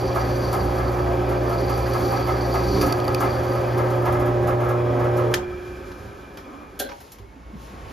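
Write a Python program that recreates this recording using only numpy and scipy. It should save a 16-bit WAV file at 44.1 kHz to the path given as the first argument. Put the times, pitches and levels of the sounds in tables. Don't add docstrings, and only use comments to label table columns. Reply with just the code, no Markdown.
import sys
import numpy as np
from scipy import signal
from scipy.fft import rfft, irfft, next_fast_len
from scipy.io import wavfile
from scipy.ndimage import map_coordinates

SR = 44100
rng = np.random.default_rng(int(sys.argv[2]) if len(sys.argv) > 2 else 0)


def wrap_up_sound(samples):
    columns = np.atleast_2d(samples).T
    tamed = np.clip(columns, -1, 1)
    steps = np.round(tamed * 32767).astype(np.int16)
    wavfile.write(sys.argv[1], SR, steps)


def attenuation_scalar(level_db):
    decades = np.asarray(level_db, float) / 20
    return 10 ** decades


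N = 349272

HUM_HZ, SHAFT_HZ, BITE_HZ = 119.94, 29.72, 62.6
LIFT_FROM_S, LIFT_TO_S = 3.23, 4.95
OFF_S, DROP_S, STOP_S = 5.31, 0.2, 6.77

# [multiple, loaded level/dB, free level/dB, wavering/dB, grows from t/s, to t/s]
HUM_STRONG = [(1, -28, -24.5, 0, 3.9, 3.7), (3, -30, -26, 1, 3.7, 4.2), (4, -41.5, -33, -1, 4.34, 4.74),
              (5, -40, -31, 3.5, 3.7, 4.16)]
# [multiple, level/dB relative to the hum]
HUM_WEAK = [(2, -20.5), (6, -19.5), (8, -20), (9, -21.5)]
# [multiple of shaft turns, loaded level/dB, free level/dB]
SHAFT_TONES = [(8.99, -47, -42), (9.98, -45, -49.5), (15, -46, -44.5), (17.89, -39, -48),
               (22.96, -41.5, -50), (25.83, -46, -54), (26.8, -41.5, -38.5), (35.1, -61, -62)]
# [running level/dB, change in the deepest bite/dB,
# change running free/dB, drop at switch-off/dB, fade while coasting/(dB/s)]
SHAKEN_LEVELS = [(-34, 11, -1, -2.5, -14), (-30, 5.5, -2.5, -9.5, -6), (-29.5, 1, -0.5, -14.5, -5),
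                 (-48, 4, -0.5, -6.5, -7)]
# [f/Hz, level/dB per Hz]
RUMBLE_COLOUR = [(22, -120), (30, -5.5), (45, -21), (58, 1.5), (72, -1), (87, 0.5), (105, -2.5), (170, -13),
                 (230, -8), (400, -120)]
# [f/Hz, width/Hz, level/dB]
FRAME_MODES = [(183.2, 10.6, -5), (243, 26, -11), (276, 18.4, 0), (297, 16.6, 0.5), (374, 57, 0.5),
               (402.4, 14.7, 4.5), (428.5, 9, -7)]
# [f/Hz, width/Hz, level/dB]
GUARD_MODES = [(532.4, 26.8, 1), (579, 41, -6.5), (618, 20, -6), (683, 17, -14.5), (713, 25, -8),
               (765, 17.4, -6), (815, 22.5, -9), (893, 44, -11), (983, 57, -11.5), (1096, 46, -11.5),
               (1182, 15.4, -9.5), (1239, 11.4, -6.5), (1297, 17.5, -8.5), (1381, 30, -16.5),
               (1545, 66, -16), (1689, 15, -13.5), (1776, 17, -16.5), (1949, 26, -18), (2104, 92, -24)]
# [f/Hz, width/Hz, level/dB]
BEARING_MODES = [(2347, 80, 0.5), (2413, 23, 3.5), (2508, 46, -2), (3050, 81, -8), (3325, 44, -3.5),
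                 (5110, 350, -17)]
# [f/Hz, width/Hz, level/dB]
COASTING_MODES = [(380, 14, -14), (524, 14, 0), (1274, 68, 3.5), (1548, 31, 9.5), (1706, 53, 4),
                  (2380, 20, 0)]
# [f/Hz, level/dB, fade/(dB/s)]
BEARING_WHINES = [(2350, -59, -6), (2408, -59, -3.5)]
# [t/s, level/dB]
TABLE_SHAKE = [(0, -46), (.2, -32), (.55, -30.5), (1.0, -29), (1.8, -31.5), (2.05, -38), (2.3, -30),
               (2.65, -32.5), (2.76, -24), (2.86, -25)]
# [t/s, level/dB]
CHATTER_LEVEL = [(0.0, -44.5), (0.5, -43.5), (0.93, -50.5), (1.27, -57), (1.54, -46), (1.69, -44),
                 (1.85, -43.5), (2.06, -41), (2.38, -44), (2.7, -39), (2.81, -36), (3.01, -51), (3.28, -45),
                 (4.1, -57.5), (4.3, -72), (5.3, -73)]
# [f/Hz, width/Hz, level/dB]
TOOL_MODES = [(3270, 18, -7), (4620, 270, 7), (4880, 50, 2), (5610, 84, -4), (6080, 45, -0.5)]
# [f/Hz, level/dB per Hz]
CHIP_COLOUR = [(1800, -120), (3000, -8), (5500, -4), (7400, -5), (8500, -3), (10300, -3), (11800, 0),
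               (13500, -3), (15400, -8), (16200, -60)]
# [t/s, tick burst level/dB, tool ring burst level/dB]
CHIP_TICKS = [(1.9345, -34, -29), (2.813, -37, -18), (2.819, -28, -23), (2.827, -31, -29),
              (2.907, -45, -25.5), (2.9243, -21.5, -15.5), (3.0005, -35, -24.5), (3.043, -38, -30),
              (3.0506, -38, -27), (3.0798, -29.5, -23), (3.1464, -19, -16)]
# [t/s, hiss burst level/dB, guard knock burst level/dB]
BELT_SLAPS = [(0.1491, -38, -19.5), (0.525, -32.5, -18.5), (0.7794, -44.5, -22.5), (0.9158, -45, -44),
              (1.289, -42, -26.5), (1.4915, -43, -23), (1.6911, -39, -22.5), (1.7719, -42, -36),
              (1.934, -39, -19.5), (2.1176, -39.5, -19.5), (2.2662, -40, -17), (2.5356, -37.5, -17),
              (2.74, -45, -34), (2.8095, -29, -18.5), (2.86, -33.5, -20), (3.066, -45, -20),
              (3.201, -32.5, -14), (3.245, -47, -21.5), (3.5498, -46, -24), (3.7733, -39, -19.5),
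              (3.845, -52, -32), (3.9, -43, -26), (4.0163, -48, -23.5), (4.0512, -39, -15.5),
              (4.121, -40, -21.5), (4.1944, -43, -22.5), (4.2547, -43, -26), (4.425, -51, -28),
              (4.4697, -38.5, -19.5), (4.6019, -48, -19.5), (4.638, -47, -25), (4.6853, -42, -20.5),
              (4.9921, -49, -26), (5.0384, -50, -24), (5.1672, -40, -20.5), (5.3103, -48, -25.5)]
# [f/Hz, width/Hz, level/dB]
SLAPPED_MODES = [(560, 65, -3.5), (748, 195, 1), (1295, 77, 4), (1053, 34, -9.5), (1662, 34, -2),
                 (2060, 100, -8), (2330, 1040, -18.5)]
# [t/s, level/dB]
SWITCH_SNAP = [(5.3397, -20.5)]
# [f/Hz, relative level/dB, t60/s]
SWITCH_BOX_MODES = [(1775, 7, .05), (1860, 3, .03), (1530, -6, .05), (2450, -3, .03), (2900, -1, .04),
                    (3200, 6, .035), (4780, -2, .028), (6080, 4, .025)]
# [t after the snap/s, level/dB relative to the snap, t60/s]
SNAP_PUFFS = [(0, 9, .008), (.0014, 9, .008), (.0028, 8, .008), (.004, 8, .007), (.006, -6, .06)]
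# [f/Hz, level/dB per Hz]
SNAP_COLOUR = [(600, -45), (1200, -9), (1700, 3), (2200, -3.5), (4000, -6.5), (6000, -7), (8000, -8),
               (12000, -15), (14500, -12), (16000, -30)]
# [t/s, rattle level/dB, treble level/dB, low knock level/dB, t60 of rattle and treble/s]
HANDLED_KNOCKS = [(5.915, -38, -50, -63, 0.04), (6.34, -55, -52, -70, 0.022), (6.372, -29, -42, -65, 0.03),
                  (6.378, -44, -55, -65, 0.2), (6.791, -48, -31.5, -34.5, 0.15),
                  (6.797, -42, -21.5, -23.5, 0.058), (6.816, -44, -39, -32, 0.11),
                  (6.845, -45, -50, -33, 0.11), (6.889, -35, -61, -38, 0.11), (6.915, -37, -59, -43, 0.09),
                  (7.003, -46, -49, -49, 0.15), (7.076, -48, -62, -70, 0.044),
                  (7.118, -47, -41.5, -72, 0.11), (7.184, -44.5, -51, -53, 0.055)]
# [f/Hz, level/dB per Hz]
RATTLE_COLOUR = [(500, -38), (800, 6), (1300, 1), (2200, 0), (3500, -7), (5500, -8), (8000, -26),
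                 (10000, -62)]
# [t/s, burst level/dB, t60/s]
PART_LANDINGS = [(6.791, -23.5, 0.14), (6.798, -24, 0.04), (6.808, -32, 0.03), (6.834, -39, 0.17),
                 (6.858, -37, 0.09)]
# [f/Hz, width/Hz, level/dB]
PART_MODES = [(1575, 45, 7), (2750, 280, -10), (3380, 240, -6), (4200, 220, -8)]
# [f/Hz, width/Hz, level/dB]
BENCH_MODES = [(422, 25, -4), (544, 42, -4), (763, 45, -8), (270, 50, -10)]
# [f/Hz, width/Hz, level/dB]
RUBBED_MODES = [(285, 29, 4.5), (1110, 140, -10.5), (1263, 75, -7.5)]
# [t/s, level before the quick rise/dB, f/Hz, t60/s]
BENCH_THUDS = [(6.912, -36, 840, 0.078), (6.913, -36, 953, .1), (6.93, -39, 820, 0.11),
               (7.198, -32.5, 102, 0.15), (7.2, -40.5, 394, 0.44), (7.36, -36, 262, 0.12),
               (7.5, -35, 300, .06), (7.533, -25, 210, 0.055), (7.551, -27.5, 169, 0.072)]
# [f/Hz, level/dB per Hz]
AIR_COLOUR = [(25, -120), (40, -1), (57, 1.5), (100, -7.5), (300, -10.5), (1000, -20), (2200, -25.5),
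              (4500, -36), (8000, -40.5), (12000, -45.5), (15500, -58), (16200, -90)]
# [f/Hz, wander/Hz, level/dB, fades in from t/s]
FAINT_TONES = [(57.5, 1.5, -49, 7.15), (1096, 4, -67, 6.9), (1096, 3, -61, 7.55), (2194, 8, -70, 6.4),
               (895, 8, -66, 6.9)]
# [t/s, peak level/dB, half length/s]
RUSTLE_SWELLS = [(5.777, -61.5, 0.41), (6.203, -64.5, 0.97), (7.01, -58, 0.17), (7.65, -55, 0.074),
                 (7.73, -66, .03), (7.92, -57, 0.037)]
# [f/Hz, level/dB per Hz]
RUSTLE_COLOUR = [(1500, -63), (2500, 0), (5000, -1), (8000, -5.5), (12000, -6.5), (15000, -15),
                 (16200, -59)]
# [f/Hz, t60/s]
WALL_DECAY = [(200, 0.24), (2000, 0.19), (5000, .18), (10000, 0.14)]
# [f/Hz, level/dB]
MACHINE_SIDE = [(60, -26), (200, -23), (400, -13), (700, -4.5), (1300, -1.5), (1950, -7), (2300, -48),
                (2700, -43), (6000, -46), (8000, -19), (15000, -13.5)]
# [f/Hz, level/dB]
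AROUND_SIDE = [(60, -21), (400, -8.5), (1000, 3), (1900, -4), (2500, -15), (4000, -12.5), (5500, -9.5),
               (7800, -3), (9000, -44)]
# [f/Hz, phase/rad]
PORT_LAG = [(60, .16), (400, .08), (2300, 0), (6300, 0), (7100, .7), (7800, np.pi), (8850, np.pi),
            (11000, 2 * np.pi), (13600, 2 * np.pi), (14750, 3 * np.pi)]
# [f/Hz, phase/rad]
MOTOR_LAG = [(120, 0.074), (360, 0.19), (480, 1.25), (600, 0.46), (720, 1.43), (1080, 1.3)]
# [f/Hz, level/dB]
PORT_BALANCE = [(60, -.7), (120, -1.3), (200, -1), (360, -2.7), (540, 0), (690, -1), (1270, -2.7),
                (1750, 1), (2330, 0)]


def motor():
    free = ramp(LIFT_FROM_S, LIFT_TO_S)
    steadying = 1 - 1.2 * free
    gains, tones = [], []
    for multiple, load_db, free_db, waver_db, start, end in HUM_STRONG:
        rise_db = (free_db - load_db) * ramp(start, end)
        gains.append(attenuation_scalar(load_db + rise_db + waver_db * steadying * wobble(2.42)))
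        tones.append(gains[-1] * tone(multiple * HUM_HZ))
    first, third, fourth, fifth = tones
    weak = gains[0] * sum(attenuation_scalar(db + 0.97 * wobble(3.8)) * tone(k * HUM_HZ) for k, db in HUM_WEAK)
    speed = SHAFT_HZ * (1 + .002 * wobble(3))
    shaft = 0
    for multiple, load_db, free_db in SHAFT_TONES:
        tone_db = load_db + (free_db - load_db) * free + 5 * wobble(9)
        shaft = shaft + attenuation_scalar(tone_db) * tone(multiple * speed)
    ring_db = -7 * ramp(OFF_S, OFF_S + DROP_S) - 26 * since(OFF_S + DROP_S)
    ring = attenuation_scalar(ring_db) * after(5.97, 0.43)
    return (first + weak + fourth + fifth + shaft) * after(OFF_S, 0.35) + ring * third


def drive():
    bite_s, build_s, release_s = 2.82, 0.23, 0.17
    plunge = ramp(bite_s - build_s, bite_s) - ramp(bite_s, bite_s + release_s)
    free, dropped = ramp(LIFT_FROM_S, LIFT_TO_S), ramp(OFF_S, OFF_S + DROP_S)
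    states = [np.ones(N), plunge, free, dropped, since(OFF_S + DROP_S)]
    rumble_db, frame_db, guard_db, bearing_db = np.array(SHAKEN_LEVELS) @ states
    rumble = attenuation_scalar(rumble_db + 1.6 * wobble(4.29)) * noise(shape(RUMBLE_COLOUR), rough_db=-2.3, rate=13)
    frame = attenuation_scalar(frame_db + 0.64 * wobble(4.03)) * noise(body(FRAME_MODES), rough_db=0.95, rate=25)
    guard = attenuation_scalar(guard_db + 0.47 * wobble(3.92)) * noise(body(GUARD_MODES), rough_db=1.0, rate=30)
    bearing = attenuation_scalar(bearing_db + 1.7 * wobble(4.05)) * noise(body(BEARING_MODES), rough_db=1.5, rate=43)
    coast_gain = ramp(OFF_S, OFF_S + .06) * attenuation_scalar(-43.5 - 10.5 * since(OFF_S))
    coast = coast_gain * noise(body(COASTING_MODES), rough_db=0.0, rate=27)
    whine = 0
    for hz, db, fade_db in BEARING_WHINES:
        whine_db = db + fade_db * since(OFF_S) + 5.5 * wobble(25)
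        whine = whine + attenuation_scalar(whine_db) * tone(hz + 15 * wobble(30))
    whine = whine * ramp(OFF_S, OFF_S + .08)
    return (rumble + frame + guard + bearing + coast) * after(STOP_S, 1) + whine * after(STOP_S, .1)


def cutter():
    shake_db, = curves(TABLE_SHAKE)
    chatter_db, = curves(CHATTER_LEVEL)
    cutting = after(TABLE_SHAKE[-1][0], 0.11)
    bite = tone(BITE_HZ)
    third = attenuation_scalar(-12.5 + 1.4 * wobble(5.37)) * tone(3 * BITE_HZ)
    shake = attenuation_scalar(shake_db) * cutting * (bite + third)

    gate = attenuation_scalar(0.7 * cutting * bite + 2.0 * wobble(70))
    chatter = attenuation_scalar(chatter_db) * unit(filtered(gate * rng.standard_normal(N), body(TOOL_MODES)))
    hiss_db = -49 + 0.64 * (chatter_db + 42.5)
    hiss = attenuation_scalar(hiss_db) * noise(shape(CHIP_COLOUR), rough_db=2.5, rate=47)

    s, tick_db, ring_db = np.transpose(CHIP_TICKS)
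    t60 = np.full(len(s), 0.011)
    ticks = filtered(bursts(s, tick_db, t60, attack=0.00021), level(shape(CHIP_COLOUR)))
    knocking_modes = TOOL_MODES + [(2440, 240, 4.5), (3420, 670, -5.5)]
    ticks += filtered(bursts(s, ring_db, t60, attack=0.00057), level(body(knocking_modes)))
    return shake + (chatter + hiss) * after(OFF_S, 0.5) + ticks


def belt():
    s, hiss_db, knock_db = np.transpose(BELT_SLAPS)
    hiss = bursts(s, hiss_db, np.full(len(s), 0.17), attack=.003)
    knock = bursts(s, knock_db, np.full(len(s), 0.24), attack=.018)
    return filtered(hiss, level(shape(CHIP_COLOUR))) + filtered(knock, level(body(SLAPPED_MODES)))


def switch():
    s, db = SWITCH_SNAP[0]
    t = since(s)
    ring = sum(attenuation_scalar(mode_db - 60 * t / t60) * np.sin(2 * np.pi * hz * t) for hz, mode_db, t60 in SWITCH_BOX_MODES)
    ring = attenuation_scalar(db - 4) * (1 - np.exp(-t / 0.00062)) * ring
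    lag, puff_db, t60 = np.transpose(SNAP_PUFFS)
    crack = bursts(s + lag, db + puff_db, t60, attack=.0002)
    return ring + filtered(crack, level(shape(SNAP_COLOUR)))


def handling():
    s, rattle_db, treble_db, low_db, t60 = np.transpose(HANDLED_KNOCKS)
    rattle = filtered(bursts(s, rattle_db, t60, attack=0.0022), level(shape(RATTLE_COLOUR)))
    clink = filtered(bursts(*np.transpose(PART_LANDINGS), attack=0.0064), level(body(PART_MODES)))
    wood_t60 = 1.64 * t60
    knock = filtered(bursts(s, low_db, wood_t60, attack=0.0043), level(body(BENCH_MODES)))
    scrape = filtered(bursts(s, treble_db, t60, attack=0.00052), level(shape(CHIP_COLOUR)))
    rub = attenuation_scalar(-39.5) * swell(6.55, half=0.1) * noise(body(RUBBED_MODES), rough_db=2.0, rate=30)
    return rattle + clink + knock + scrape + rub


def thuds():
    s, db, hz, t60 = np.transpose(BENCH_THUDS)[..., None]
    t = np.maximum(np.arange(N) / SR - s, 0)
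    rise = 1 - np.exp(-t / 0.0022)
    return np.sum(attenuation_scalar(db - 60 * t / t60) * np.sin(2 * np.pi * hz * t) * rise, axis=0)


def workshop():
    air = attenuation_scalar(-45 + 2.8 * wobble(1.88)) * noise(shape(AIR_COLOUR), rough_db=0.2, rate=14)
    tones = 0
    for hz, wander_hz, db, s in FAINT_TONES:
        gain = attenuation_scalar(db + 4 * wobble(14)) * (1 - after(s, 0.27))
        tones = tones + gain * tone(hz + wander_hz * wobble(12))
    rustle_gain = sum(attenuation_scalar(db) * swell(s, half) for s, db, half in RUSTLE_SWELLS)
    return air + tones + rustle_gain * noise(shape(RUSTLE_COLOUR), rough_db=-1.5, rate=30)


def walls(x):
    hz, t, z = signal.stft(rng.standard_normal(SR // 2), SR, nperseg=256)
    fading = z * attenuation_scalar(-60 * t / along(WALL_DECAY, hz)[:, None])
    tail = signal.istft(fading, SR, nperseg=256)[1]
    echoes = signal.fftconvolve(x, tail / np.linalg.norm(tail))[:N]

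    def even(f):
        t60 = along(WALL_DECAY, f)
        return 1 / np.sqrt(t60 / np.mean(t60))
    return filtered(echoes, even)


def unit(x):
    return x / np.sqrt(np.mean(x ** 2) + 1e-20)


def along(points, hz):
    f, v = np.transpose(points)
    return np.interp(np.log(hz + 1), np.log(f + 1), v)


def curves(rows):
    s, *cols = np.transpose(rows)
    return [np.interp(np.arange(N) / SR, s, c) for c in cols]


def since(s):
    return np.maximum(np.arange(N) / SR - s, 0)


def after(s, t60):
    return attenuation_scalar(-60 * since(s) / t60)


def ramp(start, end):
    return np.interp(np.arange(N) / SR, [start, end], [0, 1])


def swell(s, half):
    return np.exp(-((np.arange(N) / SR - s) / half) ** 2)


def wobble(rate):
    knots = rng.standard_normal(int(N * rate / SR) + 4)
    return map_coordinates(knots, [np.arange(N) * rate / SR])


def filtered(x, response):
    m = next_fast_len(N + SR // 2)
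    return irfft(rfft(x, m) * response(np.fft.rfftfreq(m, 1 / SR)), m)[..., :N]


def body(modes):
    def response(f):
        total = 0
        for k, (centre, width, db) in enumerate(modes):
            damping = 1j * f * width
            total = total + (-1) ** k * attenuation_scalar(db) * damping / (centre ** 2 - f * f + damping)
        return total
    return response


def shape(points):
    return lambda hz: attenuation_scalar(along(points, hz))


def level(response):
    return lambda f: response(f) / np.sqrt(np.mean(abs(response(f)) ** 2))


def tone(hz):
    turns = np.cumsum(hz * np.ones(N)) / SR + rng.random()
    return np.sqrt(2) * np.sin(2 * np.pi * turns)


def noise(response, rough_db, rate):
    lumps = attenuation_scalar(rough_db * wobble(rate))
    return unit(filtered(lumps * rng.standard_normal(N), response))


def bursts(times, levels_db, t60s, attack):
    out, t = np.zeros(N + SR), np.arange(SR // 4) / SR
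    for s, db, t60 in zip(times, levels_db, t60s):
        envelope = attenuation_scalar(db - 60 * t / max(t60, .005)) * (1 - np.exp(-t / attack))
        out[round(s * SR):][:len(t)] += envelope * rng.standard_normal(len(t))
    return out[:N]


def scene():
    hits = switch() + handling() + thuds()
    machine = drive() + belt() + cutter()
    around = workshop() + hits + attenuation_scalar(-7.5) * walls(hits)
    turning = np.exp(2j * np.pi * np.cumsum(1.5 + .5 * wobble(2)) / SR)
    echoes = walls(filtered(machine, shape(MACHINE_SIDE)) + filtered(around, shape(AROUND_SIDE)))
    side = np.real(signal.hilbert(echoes, next_fast_len(N))[:N] * turning)
    sign = np.array([[1], [-1]])

    def port(hz):
        return attenuation_scalar(sign * along(PORT_BALANCE, hz) / 2) * np.exp(-.5j * sign * along(PORT_LAG, hz))
    hum = filtered(motor(), lambda hz: np.exp(-.5j * sign * along(MOTOR_LAG, hz)))
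    return filtered(machine + around + hum, port) + sign * side


def roll_off(x):
    return signal.sosfilt(signal.butter(12, 15140, fs=SR, output="sos"), x)


def record(dry):
    mix = filtered(dry, lambda hz: hz < 15950)
    return roll_off(mix)


dry = scene()
out = record(dry)
wrap_up_sound(out)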